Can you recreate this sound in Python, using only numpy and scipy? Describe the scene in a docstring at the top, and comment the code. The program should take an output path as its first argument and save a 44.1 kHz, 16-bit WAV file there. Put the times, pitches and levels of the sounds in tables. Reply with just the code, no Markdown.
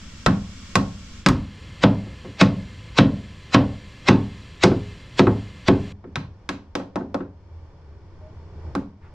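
"""In a boat workshop a claw hammer drives a batten home on the planking: eleven hard blows, then lighter taps.
Each contact is a crack of shaped noise at the steel face, a noise burst for the batten and sine modes for the hull;
a bright click, bounces of the head and small knocks fall between. Behind it lie filtered-noise rumble and hiss,
a thin sine whine, a squeak and a scuff.
It is heard close by from three places in turn, each with its own air and its own balance of the timber."""
import sys
import numpy as np
from scipy import signal
from scipy.fft import rfft, irfft, next_fast_len
from scipy.io import wavfile
from scipy.ndimage import uniform_filter1d, minimum_filter1d

SR = 44100
rng = np.random.default_rng(int(sys.argv[2]) if len(sys.argv) > 2 else 0)


def persist_wave(psi):
    """Save psi, clipped to +-1, as 16-bit WAV."""
    counts = np.round(np.clip(psi, -1, 1) * 32767).astype(np.int16)
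    wavfile.write(sys.argv[1], SR, np.atleast_2d(counts).T)


N = 403065
TIME = np.arange(N) / SR  # s, along the whole scene
RING = 32768  # samples in one struck sound
AGE = np.arange(RING) / SR  # s since the start of a struck sound


def undb(db):
    """Decibels to gain."""
    return 10 ** (np.asarray(db) / 20)


def unit(x):
    """Scale to rms 1."""
    return x / np.sqrt(np.mean(x ** 2))


def read(table, hz):
    """Value of a (Hz, value) table on a log-frequency axis."""
    table_hz, value = np.transpose(table)
    return np.interp(np.log(hz + 1), np.log(table_hz), value)


def freqs(size):
    """Frequencies of a real spectrum."""
    return np.arange(size // 2 + 1) * SR / size


def colour(x, db):
    """Minimum-phase filter: the relative gain at each frequency is given and the energy stays the same."""
    size = x.shape[-1]
    # folding the cepstrum forward keeps the attack sharp
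    cepstrum = irfft(np.log(undb(db)), size)
    cepstrum[1:size // 2] *= 2
    cepstrum[size // 2 + 1:] = 0
    filtered = irfft(rfft(x) * np.exp(rfft(cepstrum)), size)
    return unit(filtered) * np.sqrt(np.mean(x ** 2))


def pair(mid, side):
    """Left and right from mid and side."""
    return np.array([mid + side, mid - side])


def noise(size, side_db):
    """White stereo noise; the side level sets its width."""
    return pair(rng.standard_normal(size), undb(side_db) * rng.standard_normal(size))


def fade(t60, hold=0):
    """Exponential decay that starts gently, staying nearly level for about `hold` s."""
    held_age = np.hypot(AGE, hold) - abs(hold)
    return np.exp(-np.log(1000) * held_age / t60)


def add(out, s, sound):
    """Mix a sound in at time s."""
    start = max(int(s * SR), 0)
    out[:, start:start + sound.shape[-1]] += sound[:, :N - start]


def bump(hz, centre_hz, octaves, db):
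    """A hump in dB around one frequency."""
    return db / (1 + (np.log2((hz + 1) / centre_hz) / octaves) ** 2)


def uneven(size, db, spacing_hz=110):
    """Random peaks and dips in dB across a spectrum."""
    return db * np.interp(freqs(size) / spacing_hz, np.arange(1024), rng.standard_normal(1024))


def walk(rate):
    """Smooth random wandering about zero, `rate` steps per second, spread about a third."""
    k = int(SR / rate)
    steps = np.repeat(rng.standard_normal(N // k + 1), k)
    return 0.4 * uniform_filter1d(steps, k)[:N]


# Moves to the second and third listening place, in seconds.
MOVES = (1.3, 5.927)


def places():
    """Shares of the first, second and third listening place over time, each crossfaded just before the move."""
    second, third = (np.clip((TIME - s) / fade_s + 1, 0, 1) for s, fade_s in zip(MOVES, (.1, .004)))
    return 1 - second, second - third, third


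def air(spectrum, db, side_db, waver_db=2.0, ripple_db=2.37):
    """Workshop rumble and hiss as shaped noise; the bass is alike in both ears, the treble wider."""
    size = next_fast_len(N)
    f = freqs(size)
    shape = unit(undb(read(spectrum, f) + uneven(size, ripple_db)))
    width = undb(side_db) * (0.033 + f / (f + 4000))
    mid, side = (irfft(rfft(rng.standard_normal(size)) * gain, size)[:N] for gain in (shape, shape * width))
    return pair(mid, side) * undb(db + waver_db * walk(6.4))


def whine(hz=506.0, waver=0.0099):
    """A distant motor whines faintly: a wavering sine and its octave."""
    angle = 2 * np.pi * np.cumsum(hz * (1 + waver * walk(30))) / SR
    return undb(-61.0) * np.sin(angle) + undb(-62) * np.sin(2 * angle)


# Tone of the air at the third place. Each row: frequency in Hz, relative density in dB per Hz.
AIR_THIRD = [(25, -9.5), (55, -11), (84, 3.5), (115, -11.5), (200, -14.5), (260, -22), (410, -19),
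             (550, -28), (950, -27.5), (1500, -36), (4000, -49), (5300, -47), (7500, -61.5), (15000, -97)]
# Swell of that air. Each row: time in seconds, level in dB before the air's own trim and waver.
THIRD_LEVEL = [(5.9, -46.5), (6.6, -44), (7.35, -48), (7.7, -42.5), (8.3, -40), (8.7, -35), (8.95, -47),
               (9.14, -40)]
SWELL_TOP_HZ = 900  # the air swells mostly below this
HISS_DB, HISS_SWELL_SHARE = -45.5, 0.76  # pivot level of the hiss, and how far it follows the swell


def swelling_air():
    """At the third place the rumble swells and sinks; the hiss above it follows only in part."""
    rumble_db = np.interp(TIME, *np.transpose(THIRD_LEVEL))
    hiss_db = HISS_DB + HISS_SWELL_SHARE * (rumble_db - HISS_DB)
    whole = air(AIR_THIRD, db=-0.5, side_db=4.0, waver_db=3.5)
    low_pass = signal.butter(2, SWELL_TOP_HZ, fs=SR, output="sos")
    rumble = signal.sosfiltfilt(low_pass, whole)
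    hiss = whole - rumble
    return rumble * undb(rumble_db) + hiss * undb(hiss_db)


# Tone of the air at the first and second place. Each row: frequency in Hz, relative density in dB per Hz.
AIR_FIRST = [(25, -2), (95, -2), (140, -14.5), (195, -8.5), (380, -22.5), (700, -31.5), (1100, -25),
             (2400, -25), (5800, -30), (7700, -33), (9000, -49.5), (12500, -58), (15000, -69)]
AIR_SECOND = [(25, -5), (55, 4), (110, 1), (195, -5), (330, -14.5), (520, -18.5), (750, -25.5), (1020, -21),
              (2500, -19), (4200, -25), (6000, -31.5), (7700, -33), (10000, -41.5), (15000, -42.5)]


def workshop():
    """Background bed: each listening place has its own air, and the second also has the motor."""
    first, second, third = places()
    first_air = air(AIR_FIRST, db=-41, side_db=4)
    second_air = air(AIR_SECOND, db=-41.5, side_db=-26.5) + whine()
    return first_air * first + second_air * second + swelling_air() * third


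def squeak(s=8.2, length=0.12, hz=620., glide=0.015, db=-45):
    """A faint, short, slightly rising squeak: one gliding sine."""
    out = np.zeros((2, N))
    part = np.minimum(AGE / length, 1)
    angle = 2 * np.pi * np.cumsum(hz * (1 + glide * (2 * part - 1))) / SR
    add(out, s, undb(db) * np.sin(np.pi * part) * np.sin(angle)[None])
    return out


def rub(s, length, hz, width_hz, db):
    """A soft swell of friction: noise in one resonance."""
    out = np.zeros((2, N))
    shape = -20 * np.log10(1 + ((freqs(RING) - hz) / width_hz) ** 2)
    swell = np.sin(np.pi * np.minimum(AGE / length, 1))
    add(out, s, undb(db) * colour(noise(RING, side_db=-7.5), shape) * swell)
    return out


# Sharp resonances of batten and hammer head. Each row: centre in Hz, width in Hz, lift in dB.
RINGS = [(1083, 23, 6.5), (1542, 47, 2.5), (1880, 19, 5), (2490, 140, 3.5), (2635, 45, 3), (3230, 41, 2),
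         (3300, 70, 0.5), (3950, 110, 2.5), (4780, 66, -3), (4900, 94, 2.5), (5900, 22, 1)]


def rings(hz):
    """Lift or dip in dB from the sharp resonances."""
    return sum(db / (1 + (2 * (hz - centre) / width) ** 2) for centre, width, db in RINGS)


# Tone of the rush before a blow. Each row: frequency in Hz, relative level in dB.
RUSH_COLOUR = [(100, -16.5), (600, 1), (2200, 1), (4000, 1), (5500, -6), (7500, -10.5), (10000, -33.5),
               (15000, -54)]
RUSH_DB, RUSH_RISE_S = -5, 0.0084  # level against the blow's crack level, rise time constant


def rushes(blows, size=2048, ripple_db=4.5):
    """A few hundredths of a second of gritty hiss swell up to each blow, each with its own uneven colour."""
    out = np.zeros((2, N))
    f = freqs(size)
    rise = np.exp(-AGE[:size][::-1] / RUSH_RISE_S)
    for s, _, _, crack_db, *_ in blows:
        tone = read(RUSH_COLOUR, f) + rings(f) + uneven(size, ripple_db)
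        hiss = colour(noise(size, side_db=-25.5), tone)
        add(out, s - size / SR, undb(crack_db + RUSH_DB) * hiss * rise)
    return out


def shudder(strikes, hz=50, db=-29, t60=0.67):
    """A deep rumble follows each strike: decaying noise humped around a low pitch."""
    out = np.zeros((2, N))
    shape = bump(freqs(RING), hz, octaves=2.0, db=66.5)
    envelope = fade(t60) * (1 - np.exp(-AGE / .005))
    for s, *_ in strikes:
        add(out, s, undb(db) * colour(noise(RING, side_db=-17.5), shape) * envelope)
    return out


# Ring of the dense wood and the workshop. Each row: frequency in Hz, decay time t60 in seconds.
TAIL = [(60, 0.81), (200, 0.35), (600, 0.48), (1500, 0.21), (4000, 0.27), (7000, 0.2), (12000, .18)]


def tail(x, hold):
    """Let each octave of a noise die away at its own rate."""
    spectrum = rfft(x)
    octave = np.log2(np.clip(freqs(RING), 62.5, 16000) / 62.5)
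    out = 0
    for k in range(9):
        band = irfft(spectrum * np.maximum(1 - abs(octave - k), 0))  # triangular, overlapping bands
        out = out + band * fade(read(TAIL, 62.5 * 2.0 ** k), hold)
    return out


# Modes of hull and batten. Each row: pitch in Hz before detuning, relative level in dB,
# decay time t60 in seconds before the strike's hold scales it.
HULL = [(35.3, -12.5, 0.65), (67, -12.5, 1), (89.1, -6.5, 0.86), (105, 2.5, 0.59), (121.2, 0, 0.36),
        (132.3, -5, 0.52), (145.9, 2, 0.35), (174.3, -2.5, 0.46), (180.1, -4.5, 0.52), (194.8, 1.5, 0.37),
        (202.1, -2, 0.57), (218.2, -6, 0.49), (243.3, -1.5, 0.35), (264.7, 2.5, 0.27), (276, 3, .34),
        (293.8, 1.5, 0.33), (348, 0, 0.2), (376.4, -1.5, .26), (410, -9, 0.47), (469, -10.5, .28),
        (516, -8.5, 0.24), (548.4, -11, 0.24), (678, -16, 0.11)]


def hull(phase, thump_db, boom_db, boom_hz, bark_db, knock_hz, hold, scatter_db=1.5, detune=.008, rise_s=.002):
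    """Frames, hull skin and planks ring as three groups of sine modes; the spot struck shifts their balance."""
    hz, db, t60 = np.transpose(HULL)
    t60 = t60 * min(0.91 + 3.1 * abs(hold), 1.2)  # a light tap stays in the batten, where the hand damps it
    level_chance, pitch_chance, phase_chance = rng.standard_normal((3, len(hz)))
    favoured = bump(hz, boom_hz, octaves=0.32, db=6.0) + bump(hz, knock_hz, octaves=0.14, db=8.0)
    size = undb(db + favoured + scatter_db * level_chance)
    group = np.searchsorted([160, 320], hz)  # thump, boom and bark, split at these Hz
    group_rms = np.sqrt(np.bincount(group, size ** 2 / 2))
    size *= undb([thump_db, boom_db, bark_db])[group] / group_rms[group]
    start_phase = phase + .9 * phase_chance
    angle = 2 * np.pi * np.outer(hz * (1 + detune * pitch_chance), AGE) + start_phase[:, None]
    return size @ (np.sin(angle) * fade(t60[:, None], hold)) * (1 - np.exp(-AGE / rise_s))


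# Tone of the batten's crowded modes. Each row: frequency in Hz, relative level in dB.
KNOCK = [(40, -14.5), (150, -13), (350, -3.5), (560, 3.5), (780, 0.5), (1050, 1), (1400, -1.5),
         (1950, -8.5), (3200, -27.5), (8000, -66.5)]


def knock(grain, knock_hz, hold, spike=8.0, tail_db=-12, t60=.05, reach=2.2):
    """The batten's crowded modes: a short hollow burst that leaks into hull and room; a deeper knock is duller."""
    f = freqs(RING)
    favoured = bump(f, knock_hz, octaves=0.47, db=5)
    dulling = -10 * np.log10(1 + (f / (reach * knock_hz)) ** 4)
    burst = grain * fade(t60) + undb(tail_db) * tail(grain, 0.5 * hold)
    burst[:, 0] += spike
    return colour(burst, read(KNOCK, f) + favoured + dulling + rings(f))


# Tone of steel cracking on wood. Each row: frequency in Hz, relative level in dB.
CRACK = [(200, -19), (900, -10), (1500, 3.5), (2000, 1), (2600, -1), (3900, -3), (5200, -4), (7000, -7),
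         (9500, -11), (15000, -12)]


def crack(grain, edge_hz, tail_db, hold, spike=9.9, t60=0.032, ring_share=0.38):
    """Steel meets wood: a spike and a brief burst of crushing fibres; a softer contact has less treble."""
    f = freqs(RING)
    softness = -10 * np.log10(1 + (f / edge_hz) ** 6.2)
    # extra resonance in the tail lets the rings outlast the rest
    after = colour(tail(grain + noise(RING, side_db=-2.5), hold), ring_share * rings(f))
    burst = grain * fade(t60) + undb(tail_db) * after
    burst[:, 0] += spike
    return colour(burst, read(CRACK, f) + rings(f) + softness)


# How the timber sounds from each place. Each row: low thump against boom in dB, thump change in dB per octave
# of boom pitch, plank bark against boom in dB before seating, level start of the ring in seconds for a 0 dB crack,
# tail level of the crack in dB, level start of that tail in seconds.
VANTAGES = [(-5.5, -0.5, -11, 0.03, -21, .005), (-4.5, -1, -11.5, 0.0536, -19, 0.0034),
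            (-8.5, -19.5, -9.5, 0.0359, -23.5, 0.048)]


def vantage(s):
    """The listening place in use at time s."""
    return VANTAGES[np.searchsorted(MOVES, s)]


# Hammer blows and, at 1.287 s, a bright click. Each row: start in seconds, batten knock level in dB,
# hull boom level in dB, face crack level in dB, favoured boom pitch in Hz, favoured knock pitch in Hz,
# treble edge of the contact in Hz.
STRIKES = [ (0.2625, -10.5, -12.5, -15, 187, 1630, 5940), (0.755, -12, -16, -13, 184, 1150, 7250),
           (1.2622, -11, -15, -9.5, 172, 1090, 6900), (1.287, -19.5, -15, -18.5, 256, 1080, 14000),
           (1.838, -9, -12, -13, 211, 586, 3820), (2.413, -11.5, -12.5, -8.5, 180, 580, 5140),
           (2.9868, -9.5, -10, -8, 240, 556, 4120), (3.546, -9, -11.5, -10, 262, 560, 4030),
           (4.086, -10.5, -10.5, -9.5, 245, 840, 4740), (4.637, -10.5, -14.5, -10, 185, 795, 6700),
           (5.1942, -11.5, -13, -14.5, 258, 670, 4920), (5.6841, -13.5, -13, -15.5, 275, 724, 3930),
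           (6.1573, -25, -31, -22.5, 147, 1085, 4740), (6.4909, -25, -28, -22.5, 267, 1050, 5440),
           (6.753, -22, -25.5, -23.5, 276, 565, 6060), (6.958, -21, -23.5, -36, 280, 796, 5960),
           (7.1442, -19.5, -25, -34.5, 275, 602, 5520), (8.7516, -23, -20.5, -33.5, 279, 877, 7260), ]
# Soft contacts: bounces of the head and a few small separate knocks. Each row: start in seconds,
# hull boom level in dB, batten knock level in dB, favoured knock pitch in Hz.
SOFT_CONTACTS = [(2.067, -43, -45, 550), (2.247, -34.5, -38.5, 550), (4.7159, -19, -23.5, 680),
                 (5.27, -14, -16, 700), (6.041, -36.5, -44, 2000), (6.8, -36, -35, 1200),
                 (7.009, -30.5, -41, 1560), (7.205, -30.5, -36, 1580)]
SOFT_BOOM_HZ, SOFT_EDGE_HZ, SOFT_HOLD_S = 254.3, 2700, 0.0056
SOFT_CRACK_DB, SOFT_BARK_DB = -13.5, -1.5  # crack against the soft contact's knock, bark against its boom
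# The batten seats against the planking, which shifts the bark. Each row: time in seconds, bark change in dB.
SEATING = [(3.5, -2), (4.1, 6.5), (4.65, 13), (5.7, 9.5), (5.95, 1)]
BOOM_HZ = 225  # middle pitch of the hull's boom
HOLD_POWER = 0.36  # a louder crack goes with a longer level start of the ring
UNEVEN_DB = 2  # depth of the random peaks and dips in the timber's response


def hammering():
    """All strikes and soft contacts sound the same timber, so they share much of their grain."""
    out = np.zeros((2, N))
    phase = rng.uniform(0, 2 * np.pi, len(HULL))
    timber = rng.standard_normal((2, RING))

    def strike(s, knock_db, boom_db, crack_db, boom_hz, knock_hz, edge_hz, bark_db, hold):
        """One contact: the hull booms, the batten knocks, the steel face cracks; each has its own colour."""
        thump_db, thump_db_per_octave, _, _, room_db, room_hold = vantage(s)
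        thump_db = thump_db + thump_db_per_octave * np.log2(boom_hz / BOOM_HZ)
        batten, face = (unit(1.1 * own + noise(RING, side_db=-3)) for own in timber)
        boom = hull(phase, boom_db + thump_db, boom_db, boom_hz, boom_db + bark_db, knock_hz, hold)
        contact = undb(knock_db) * knock(batten, knock_hz, hold)
        contact = contact + undb(crack_db) * crack(face, edge_hz, room_db, room_hold)
        add(out, s, boom + colour(contact, uneven(RING, UNEVEN_DB)))

    for s, knock_db, boom_db, crack_db, boom_hz, knock_hz, edge_hz in STRIKES:
        _, _, bark_db, hold, *_ = vantage(s)
        bark_db = bark_db + np.interp(s, *np.transpose(SEATING))
        hold = hold * undb(crack_db) ** HOLD_POWER
        strike(s, knock_db, boom_db, crack_db, boom_hz, knock_hz, edge_hz, bark_db, hold)
    for s, boom_db, knock_db, knock_hz in SOFT_CONTACTS:
        strike(s, knock_db, boom_db, knock_db + SOFT_CRACK_DB, SOFT_BOOM_HZ, knock_hz,
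               SOFT_EDGE_HZ, SOFT_BARK_DB, SOFT_HOLD_S)
    return out


def scene():
    """Hammering over the workshop air, with rumble at the first place, rushes, a faint squeak and a last scuff."""
    scuff = rub(9.0, length=0.11, hz=1293, width_hz=870, db=-57.5)
    first = [row for row in STRIKES if row[0] < MOVES[0]]
    second = [row for row in STRIKES if MOVES[0] < row[0] < MOVES[1]]
    return workshop() + squeak() + scuff + rushes(second) + shudder(first) + hammering()


def ports(x, lag_s=3e-5, dull_hz=7540.0):
    """Sound reaches the left port a little late; the second place is heard in mono and duller."""
    size = next_fast_len(N + 64)
    delay = np.exp(-2j * np.pi * freqs(size) * lag_s)
    late = irfft(rfft(x[0], size) * delay, size)[:N]
    low_pass = signal.butter(2, min(dull_hz, SR / 3), fs=SR, output="sos")
    dull = signal.sosfilt(low_pass, x.mean(axis=0))
    mono = places()[1]
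    return mono * dull + (1 - mono) * np.array([late, x[1]])


def record(dry):
    """Two close ports, a fast limiter aimed below full scale, and a steep cut of the top."""
    x = ports(dry)
    gain = np.minimum(1, .95 / (np.abs(x).max(axis=0) + 1e-9))
    gain = uniform_filter1d(minimum_filter1d(gain, size=61), size=61)  # sizes in samples
    top_cut = signal.ellip(8, .2, 70, 15800, fs=SR, output="sos")  # order, ripple dB, stop dB, edge Hz
    return signal.sosfilt(top_cut, x * gain)


dry = scene()
out = record(dry)
persist_wave(out)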